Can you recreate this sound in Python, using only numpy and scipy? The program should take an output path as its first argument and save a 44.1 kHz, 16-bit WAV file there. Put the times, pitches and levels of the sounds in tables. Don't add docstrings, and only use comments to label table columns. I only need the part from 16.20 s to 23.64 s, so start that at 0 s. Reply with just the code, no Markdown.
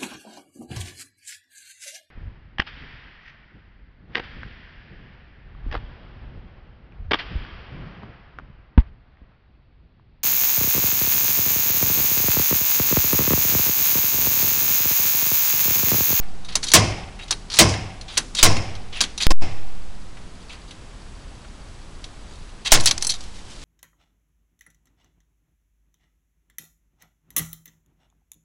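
import sys
import numpy as np
from scipy import signal
from scipy.fft import rfft, irfft
from scipy.io import wavfile
from scipy.ndimage import uniform_filter1d

SR = 44100
rng = np.random.default_rng(int(sys.argv[2]) if len(sys.argv) > 2 else 0)


def master_out(mix):
    frames = np.transpose(np.atleast_2d(mix))
    ceiling = np.clip(frames, -1, 1)
    pcm = np.round(ceiling * 32767).astype(np.int16)
    wavfile.write(sys.argv[1], SR, pcm)


def ratio_of_db(decibels):
    return 10 ** (np.asarray(decibels, float) / 20)


N = 328104
T = np.arange(N) / SR
RAIL = .613

# (time [s], level before overload [dB], plate ring [dB], axle thump [dB], ring length factor)
BLOWS = [
    (0.5365, 12.5, 0.5, -1.5, 0.83),
    (1.388, 10.5, 1, 1.5, 0.87),
    (2.2283, 11.5, -1.5, -1.5, 0.94),
    (3.0679, 6, 5, 5.5, 0.78),
    (6.5188, 12.5, -10.5, -13, 0.99),
]
# (frequency [Hz], level [dB], t60 [s])
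WEIGHT = [(1450, -8, .05), (2200, -7, .05), (2700, -6, .05), (3300, -6, .05), (3820, -2, .06),
          (4260, -3, .06), (4600, -5, .04), (5700, -6, .05), (6050, -3, .07), (6860, -4, .04),
          (8000, -7, .05), (9668, -4, .09), (10400, -8, .06)]


def band(x, hz, width_hz):
    return signal.lfilter(*signal.iirpeak(min(hz, .45 * SR), hz / width_hz, fs=SR), x)


def fade(t, t60_s):
    return np.exp(-np.log(1000) * t / t60_s)


def noise(size, hz, width_hz):
    x = band(band(rng.standard_normal(size), hz, width_hz), hz, width_hz)
    return x / np.std(x)


def flicker(size, depth_db, span):
    wander = np.sqrt(span) * uniform_filter1d(rng.standard_normal(size), size=span)
    return ratio_of_db(depth_db * wander)


def ring(modes, t, scatter_db, stretch=1):
    hz, db, t60_s = np.transpose(modes)[:, :, None]
    detune, phase, strength = rng.standard_normal((3, 4, len(modes), 1))
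    angle = 2 * np.pi * (hz * t * (1 + .012 * detune) + phase)
    waves = np.sin(angle.astype(np.float32))
    level = ratio_of_db(db + scatter_db * strength - 10)
    return np.sum(level * waves * fade(t, t60_s * stretch), axis=(0, 1))


def add(out, start_s, x):
    i = int(start_s * SR)
    out[i:i + len(x)] += x[:N - i]


def camera_noise():
    # (frequency [Hz], level per Hz [dB])
    spectrum = [(35, -21), (60, -10), (103, 2.5), (133, 1), (420, -6), (457, -8), (1110, -10),
                (2080, -15.5), (3270, -16.5), (10500, -26), (13600, -87.5), (22000, -120)]
    # (frequency [Hz], level [dB])
    whines = [(7854, -74), (7881, -73), (3924, -75)]
    # (first time [s], rate [1/s], frequency [Hz], level [dB])
    frame_tick = (.0187, 15, 4600, -52)
    # (frequency [Hz], width [Hz], level [dB])
    low_noise = (23.8, 38, -38.5)
    hiss_db = -45.5

    hz, db = np.transpose(spectrum)
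    f = np.arange(1, N // 2 + 2) * SR / N
    shape = ratio_of_db(np.interp(np.log(f), np.log(hz), db))
    hiss = irfft(rfft(rng.standard_normal(N)) * shape, N)
    hiss = ratio_of_db(hiss_db) * hiss / np.std(hiss)

    first_s, rate_hz, tick_hz, tick_db = frame_tick
    since_s = ((T - first_s) * rate_hz) % 1 / rate_hz
    frame_ticks = ratio_of_db(tick_db) * noise(N, tick_hz, 500) * fade(since_s, 0.035)

    whine = sum(np.sqrt(2) * ratio_of_db(d) * np.sin(2 * np.pi * w * T) for w, d in whines)
    rumble_hz, width_hz, rumble_db = low_noise
    rumble = ratio_of_db(rumble_db) * noise(N, rumble_hz, width_hz)
    return hiss + rumble + whine + frame_ticks


def drone():
    # (frequency [Hz], width [Hz], level [dB], rise [s], t60 [s])
    panels = [(188.4, 35, -57, .1, 2.3), (758, 100, -52, .1, 2.05)]
    # (time [s], level [dB], plate ring [dB])
    earlier_blow = (-0.36, 13, 0)
    machine_db, stops_s, fade_s = -53, 4.5, 0.071

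    out = ratio_of_db(machine_db) * noise(N, 182, 23) / (1 + np.exp((T - stops_s) / fade_s))
    for hz, width_hz, db, rise_s, t60_s in panels:
        hum = np.zeros(N)
        for s, blow_db, ring_db, *_ in [earlier_blow, *BLOWS]:
            since_s = np.maximum(T - s, 0)
            push_db = blow_db + ring_db / 2
            hum += ratio_of_db(db + push_db) * (1 - np.exp(-since_s / rise_s)) * fade(since_s, t60_s)
        out = out + hum * noise(N, hz, width_hz)
    return out


def rustle():
    # (loudest time [s], half length [s], level [dB])
    rubs = [(7.027, 0.084, -47), (7.185, 0.053, -47.5), (7.326, 0.069, -45.5), (7.44, 0.048, -46.5)]
    swell = sum(ratio_of_db(db) * np.exp(-((T - s) / half_s) ** 2) for s, half_s, db in rubs)
    return swell * flicker(N, 1.5, span=400) * noise(N, 3500, 6300)


def knocks(events, modes, thud_db, wash_db, knock_db, sharp, attack_s, spread):
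    dull_hz, knock_db_per_octave, knock_db_per_db = 3900, -0.5, -0.07
    out, t = np.zeros(N), np.arange(int(.18 * SR)) / SR
    for s, db, hz, t60_s, ring_db in events:
        low_db = knock_db + knock_db_per_octave * np.log2(hz / dull_hz) + knock_db_per_db * (db + 27.5)
        near = [(f, d - 8 * abs(np.log2(f / hz)), r) for f, d, r in modes]
        tick = sharp * rng.standard_normal(len(t)) * fade(t, 0.005)
        burst = 0.47 * fade(t, t60_s) * (1 - fade(t, attack_s))
        wash = ratio_of_db(wash_db) * fade(t, 0.64)
        crack = noise(len(t), hz, spread * hz) * (burst + wash)
        low = ratio_of_db(low_db) * noise(len(t), 1300, 2900) * fade(t, 2.4 * t60_s)
        thud = ratio_of_db(thud_db) * noise(len(t), 220, 280) * fade(t, 0.61) * (1 - fade(t, 0.033))
        modal = ratio_of_db(ring_db) * ring(near, t, 3.8)
        add(out, s, ratio_of_db(db) * (tick + crack + low + thud + modal))
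    return out


def settling_ticks():
    # (time [s], peak level [dB], centre [Hz], t60 [s])
    events = [(0.0265, -37.5, 1760, 0.17), (1.488, -20.5, 5100, 0.2), (1.538, -21, 2230, 0.078),
              (1.8118, -28.5, 4000, 0.044), (2.3674, -12.5, 2200, 0.011), (2.552, -30.5, 3360, 0.066),
              (3.9701, -34, 1760, 0.067), (4.508, -30, 3300, 0.062), (5.2474, -35.5, 1520, 0.036),
              (5.8417, -27, 3960, 0.043), (6.293, -42, 2990, 0.06)]
    return knocks([(*row, -5) for row in events], WEIGHT, thud_db=-34.5, wash_db=-28.5, knock_db=-18,
                  sharp=.05, attack_s=0.0034, spread=0.76)


def scuffs():
    # (time [s], peak level [dB], centre [Hz], t60 [s], ring [dB])
    events = [(0.2858, -26.5, 3430, 0.14, -11), (0.3221, -28, 3620, 0.11, -8),
              (0.9898, -31.5, 2500, 0.24, -5), (1.3144, -24, 4130, 0.24, -17),
              (1.881, -31, 3520, 0.54, -12), (2.7248, -29, 2930, 0.54, -20),
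              (2.7584, -26.5, 2830, 0.37, -8), (3.003, -19, 2700, 0.15, -14), (3.025, -23.5, 4100, 0.53, 0),
              (4.2947, -32.5, 2680, 0.26, -9), (6.45, -25, 4500, 0.11, -10), (6.4572, -20, 3100, 0.24, -6)]
    return knocks(events, WEIGHT, thud_db=-34, wash_db=-29.5, knock_db=-14.5,
                  sharp=.02, attack_s=0.012, spread=0.66)


def chatter():
    # (time [s], peak level [dB], centre [Hz], t60 [s], ring [dB])
    events = [(0.25, -38, 3720, 0.09, -11), (0.4296, -16.5, 3770, 0.089, -16.5),
              (0.4397, -19.5, 6700, 0.024, -6.5), (0.4674, -22.5, 4460, 0.06, -12),
              (0.4878, -27, 4400, 0.072, -18), (0.5014, -24, 3470, 0.061, -0.5),
              (0.5174, -7.5, 4530, 0.022, -6.5), (1.08, -32.5, 3800, 0.14, -12),
              (1.3007, -20, 3940, 0.043, -25), (1.339, -14, 4400, 0.073, -15),
              (1.358, -19, 6000, 0.033, -12), (1.3678, -12.5, 4400, 0.1, -24),
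              (2.15, -11, 5360, 0.022, -12.5), (2.17, -20, 4430, 0.045, -12),
              (2.214, -18.5, 4500, 0.0394, -12), (2.1886, -9.5, 3370, 0.09, -23),
              (2.9776, -19.5, 4140, 0.057, -2.5)]
    return knocks(events, WEIGHT, thud_db=-32, wash_db=-29, knock_db=-18,
                  sharp=0.073, attack_s=0.0043, spread=0.84)


def weight_returns():
    # (time [s], peak level [dB], centre [Hz], t60 [s])
    events = [
        (0.3542, -3.5, 5230, 0.044),
        (1.1081, -6, 5130, 0.052),
        (1.1255, -12, 3660, 0.022),
        (1.9712, -10, 3230, 0.082),
        (1.9754, -2, 5800, 0.042),
        (2.8059, -5, 4130, 0.047),
        (2.8111, -4.5, 4860, 0.048),
        (2.8385, -13.5, 3470, 0.044),
    ]
    return knocks([(*row, -9) for row in events], WEIGHT, thud_db=-36, wash_db=-39.5, knock_db=-18,
                  sharp=.1, attack_s=0.0034, spread=0.98)


def bearing_rattles():
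    # (time [s], peak level [dB], centre [Hz], t60 [s], ring [dB])
    events = [(6.5746, -16, 2000, 0.021, -1), (6.5995, -16.5, 3820, 0.051, -2),
              (6.607, -10.5, 7000, 0.025, -18), (6.6582, 2, 6400, 0.022, -11.5),
              (6.6715, -4.5, 4200, 0.09, -10), (6.6894, -20, 4650, 0.04, 0),
              (6.7108, 0.5, 4100, 0.022, -14.5), (6.7785, -11, 5300, 0.02, -28),
              (6.8105, -25, 4400, 0.03, -16), (6.8241, -6, 5800, 0.019, -10.5),
              (6.8476, -12, 5500, 0.024, -10), (6.8688, -14, 8900, 0.045, 1),
              (6.8967, -14.5, 4570, 0.017, -4), (6.902, -14.5, 5280, 0.027, 0.5),
              (6.9122, -33, 4180, 0.015, -11), (6.9376, -21.5, 4150, 0.056, -10),
              (7.0063, -28.5, 4900, 0.053, -20), (7.038, -32.5, 4500, 0.04, -10)]
    # (frequency [Hz], level [dB], t60 [s])
    bearing = [(3250, -5, .04), (4120, -2, .07), (4500, -5, .05), (5400, -4, .04), (6050, 0, .05),
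               (7400, -6, .04), (8050, -2, .04), (9668, -8, .04), (10350, -3, .08)]
    return knocks(events, bearing, thud_db=-49, wash_db=-43.5, knock_db=-20.5,
                  sharp=.12, attack_s=0.0027, spread=0.9)


def slides():
    # (start [s], hardest time [s], end [s], level [dB], centre [Hz])
    strokes = [(0.246, 0.248, 0.274, -38, 3800), (0.271, 0.293, 0.35, -49, 3780),
               (0.425, 0.442, 0.465, -25.5, 5200), (0.458, 0.491, 0.51, -23.5, 4230),
               (0.526, 0.529, 0.535, -36, 4630), (1.0, 1.04, 1.065, -43, 3820),
               (1.304, 1.34, 1.385, -30, 4320), (1.886, 1.966, 1.97, -39, 3850),
               (2.146, 2.19, 2.225, -20.5, 3690), (2.716, 2.773, 2.805, -38.5, 2710),
               (2.805, 2.824, 2.86, -21, 4700), (3.0, 3.025, 3.06, -17, 3835),
               (4.19, 4.218, 4.27, -49, 3320), (4.279, 4.33, 4.385, -42.5, 3000),
               (4.458, 4.487, 4.6, -50, 3600), (6.041, 6.126, 6.35, -51, 3730),
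               (6.447, 6.478, 6.495, -18.5, 3200), (6.504, 6.515, 6.52, -23.5, 3500),
               (6.597, 6.653, 6.66, -28.5, 5300), (6.663, 6.661, 6.7, -8.5, 4500),
               (6.712, 6.712, 6.735, -22, 3700), (6.791, 6.85, 6.885, -32, 4870),
               (6.892, 6.892, 6.97, -20, 4630)]
    start_db, end_db = -17.5, -23
    sing_db, rod_db, rod_hz, sing_db_per_db = -3, -14, 9668, -.5
    out = np.zeros(N)
    for start_s, hardest_s, end_s, db, centre_hz in strokes:
        t = np.arange(start_s, end_s, 1 / SR)
        grit = rng.standard_normal(len(t)) * flicker(len(t), 4.5, span=70)
        press = np.clip((db + 52) / 5, .5, 2.5)
        x = 0
        for f, d, _ in WEIGHT:
            body = band(band(grit, f, .45 * f), f, .45 * f)
            flare = press * flicker(len(t), 4, span=500) * band(body, f, 140)
            x = x + ratio_of_db(.6 * d - 11 * abs(np.log2(f / centre_hz))) * (body + flare)
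        x = x / np.sqrt(uniform_filter1d(x ** 2, size=1500))
        if start_s < BLOWS[-2][0]:
            for f, d in [(centre_hz, sing_db), (rod_hz, rod_db)]:
                gain = ratio_of_db(d + sing_db_per_db * (db + 38))
                x = x + gain * flicker(len(t), 4, span=500) * noise(len(t), f, 80)
        edge = np.clip(np.minimum(t - t[0], t[-1] - t) / 0.0013, 0, 1)
        swell_db = np.interp(t, [start_s, hardest_s, end_s], [start_db, 0, end_db])
        add(out, start_s, x * edge * ratio_of_db(db + swell_db))
    return out


def blows():
    # (frequency [Hz], crash [dB], crash t60 [s], tail [dB], tail t60 [s])
    crash = [(151, -19.5, 0.27, -22.5, 0.82), (308, -14, 0.13, -22, 0.91), (600, -13.5, 0.14, -20, 0.76),
             (824, -5.5, 0.087, -25, 1), (1604, -8, 0.18, -37.5, 0.71), (2295, 4.5, 0.062, -21.5, 0.95),
             (3470, 2.5, 0.1, -47, 0.93), (5300, 2.5, 0.096, -19.5, 0.57), (6900, 8, 0.071, -51.5, 0.72),
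             (9530, -16.5, 0.11, -104, 0.17)]
    # (frequency [Hz], width [Hz], level [dB], t60 [s])
    crowds = [(5200, 910, -20, 0.65), (1055, 85, -14.5, 0.37)]
    # (frequency [Hz], level [dB], t60 [s])
    plate_modes = [(619, -4, .4), (680, -7, .43), (780, -11, .8), (974, -8, .45), (1104, -18, 1.0),
                   (2121, -11, .8), (2600, -9, .55), (3214, -14, .55), (4060, -16, .5), (4950, -15, .45),
                   (5350, -15, .45), (5850, -12, .45), (7900, -20, .35), (9650, -22, .5)]
    # (frequency [Hz], width [Hz], level [dB], t60 [s])
    axle = [(65, 34, -10.5, 0.8), (103.4, 47, -11.5, 0.83), (155.3, 42, -5.5, 0.42),
            (223.4, 28, -14.5, 0.59), (332, 28, -1.5, 0.27), (473, 82, -3, 0.26)]
    tube_hz, tube_db, tube_t60_s = 101.94, -1, 0.81
    beat_hz, beat_peak_s = 10.6, .072

    out, t = np.zeros(N), np.arange(int(.8 * SR)) / SR
    for s, blow_db, ring_db, thump_db, stretch in BLOWS:
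        x = 0
        for hz, crash_db, crash_t60_s, tail_db, tail_t60_s in crash:
            shape = ratio_of_db(crash_db) * fade(t, crash_t60_s)
            shape = shape + ratio_of_db(tail_db + ring_db) * fade(t, tail_t60_s * stretch)
            rise = 1 - np.exp(-t * hz / 0.6)
            x = x + rise * shape * flicker(len(t), 1.75, span=600) * noise(len(t), hz, 0.77 * hz)
        for hz, width_hz, db, t60_s in crowds:
            x = x + ratio_of_db(db + ring_db) * fade(t, t60_s * stretch) * noise(len(t), hz, width_hz)

        plate = ratio_of_db(ring_db - 24.5) * ring(plate_modes, t, 2, stretch)

        thump = np.zeros(len(t))
        for hz, width_hz, db, t60_s in axle:
            thump += ratio_of_db(db) * noise(len(t), hz, width_hz) * fade(t, t60_s * stretch)
        beat = np.cos(np.pi * beat_hz * (t - beat_peak_s))
        sway = np.sin(2 * np.pi * tube_hz * t) * beat * fade(t, tube_t60_s * stretch)
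        thump = thump + ratio_of_db(tube_db) * sway
        thump = ratio_of_db(thump_db - 19.5) * (1 - np.exp(-t / 0.043)) * thump
        add(out, s, ratio_of_db(blow_db - 14) * x + ratio_of_db(blow_db) * (plate + thump))
    return out


def scene():
    background = camera_noise() + drone() + rustle()
    contacts = settling_ticks() + scuffs() + chatter() + weight_returns() + bearing_rattles()
    return (background + contacts + slides() + blows())[None]


def bias():
    # (time constant [s], weight)
    stages = [(.0324, 1), (.0681, -.617), (.208, .0688)]
    # (time [s], bias kick)
    kicks = [
        (-.47, 27),
        (2.2295, 5.1),
        (3.0681, 23),
        (6.522, 5.2),
    ]
    hold_s_per_kick = .00015
    out = np.zeros(N)
    for s, kick in kicks:
        t = np.maximum(T - s, 0)
        held = np.maximum(t - kick * hold_s_per_kick, 0)
        swing = sum(weight * np.exp(-held / tau_s) for tau_s, weight in stages)
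        out += kick * (1 - np.exp(-t / .004)) * swing
    return out


def roll_off(x):
    return signal.sosfilt(signal.butter(12, 16460, fs=SR, output="sos"), x)


def record(dry):
    mic_hz, leak_db = 10700, 21
    mirror_hz, mirror_end_hz, top_hz = 11000, 11800, 16100
    bend_db, edge_db, out_db = -12, 0, 0

    mic = signal.sosfilt(signal.ellip(4, .5, leak_db, mic_hz, fs=SR, output="sos"), dry)
    drift = bias()
    railed = np.clip(mic + drift, -RAIL, RAIL)

    stored = 2 * railed * (np.arange(N) % 2 == 0)
    main = signal.sosfiltfilt(signal.butter(10, mirror_hz, fs=SR, output="sos"), stored)
    main = signal.sosfiltfilt(signal.ellip(6, .3, 30, mirror_end_hz, fs=SR, output="sos"), main)

    spill = railed + ratio_of_db(bend_db) * (railed - np.clip(drift, -RAIL, RAIL)) ** 2
    above = signal.ellip(5, .1, 40, [mirror_end_hz, top_hz], "band", fs=SR, output="sos")
    harsh = signal.sosfiltfilt(above, spill)

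    mix = np.clip(ratio_of_db(out_db) * (main + ratio_of_db(edge_db) * harsh), -1, 1)
    return roll_off(mix)


dry = scene()
out = record(dry)
master_out(out)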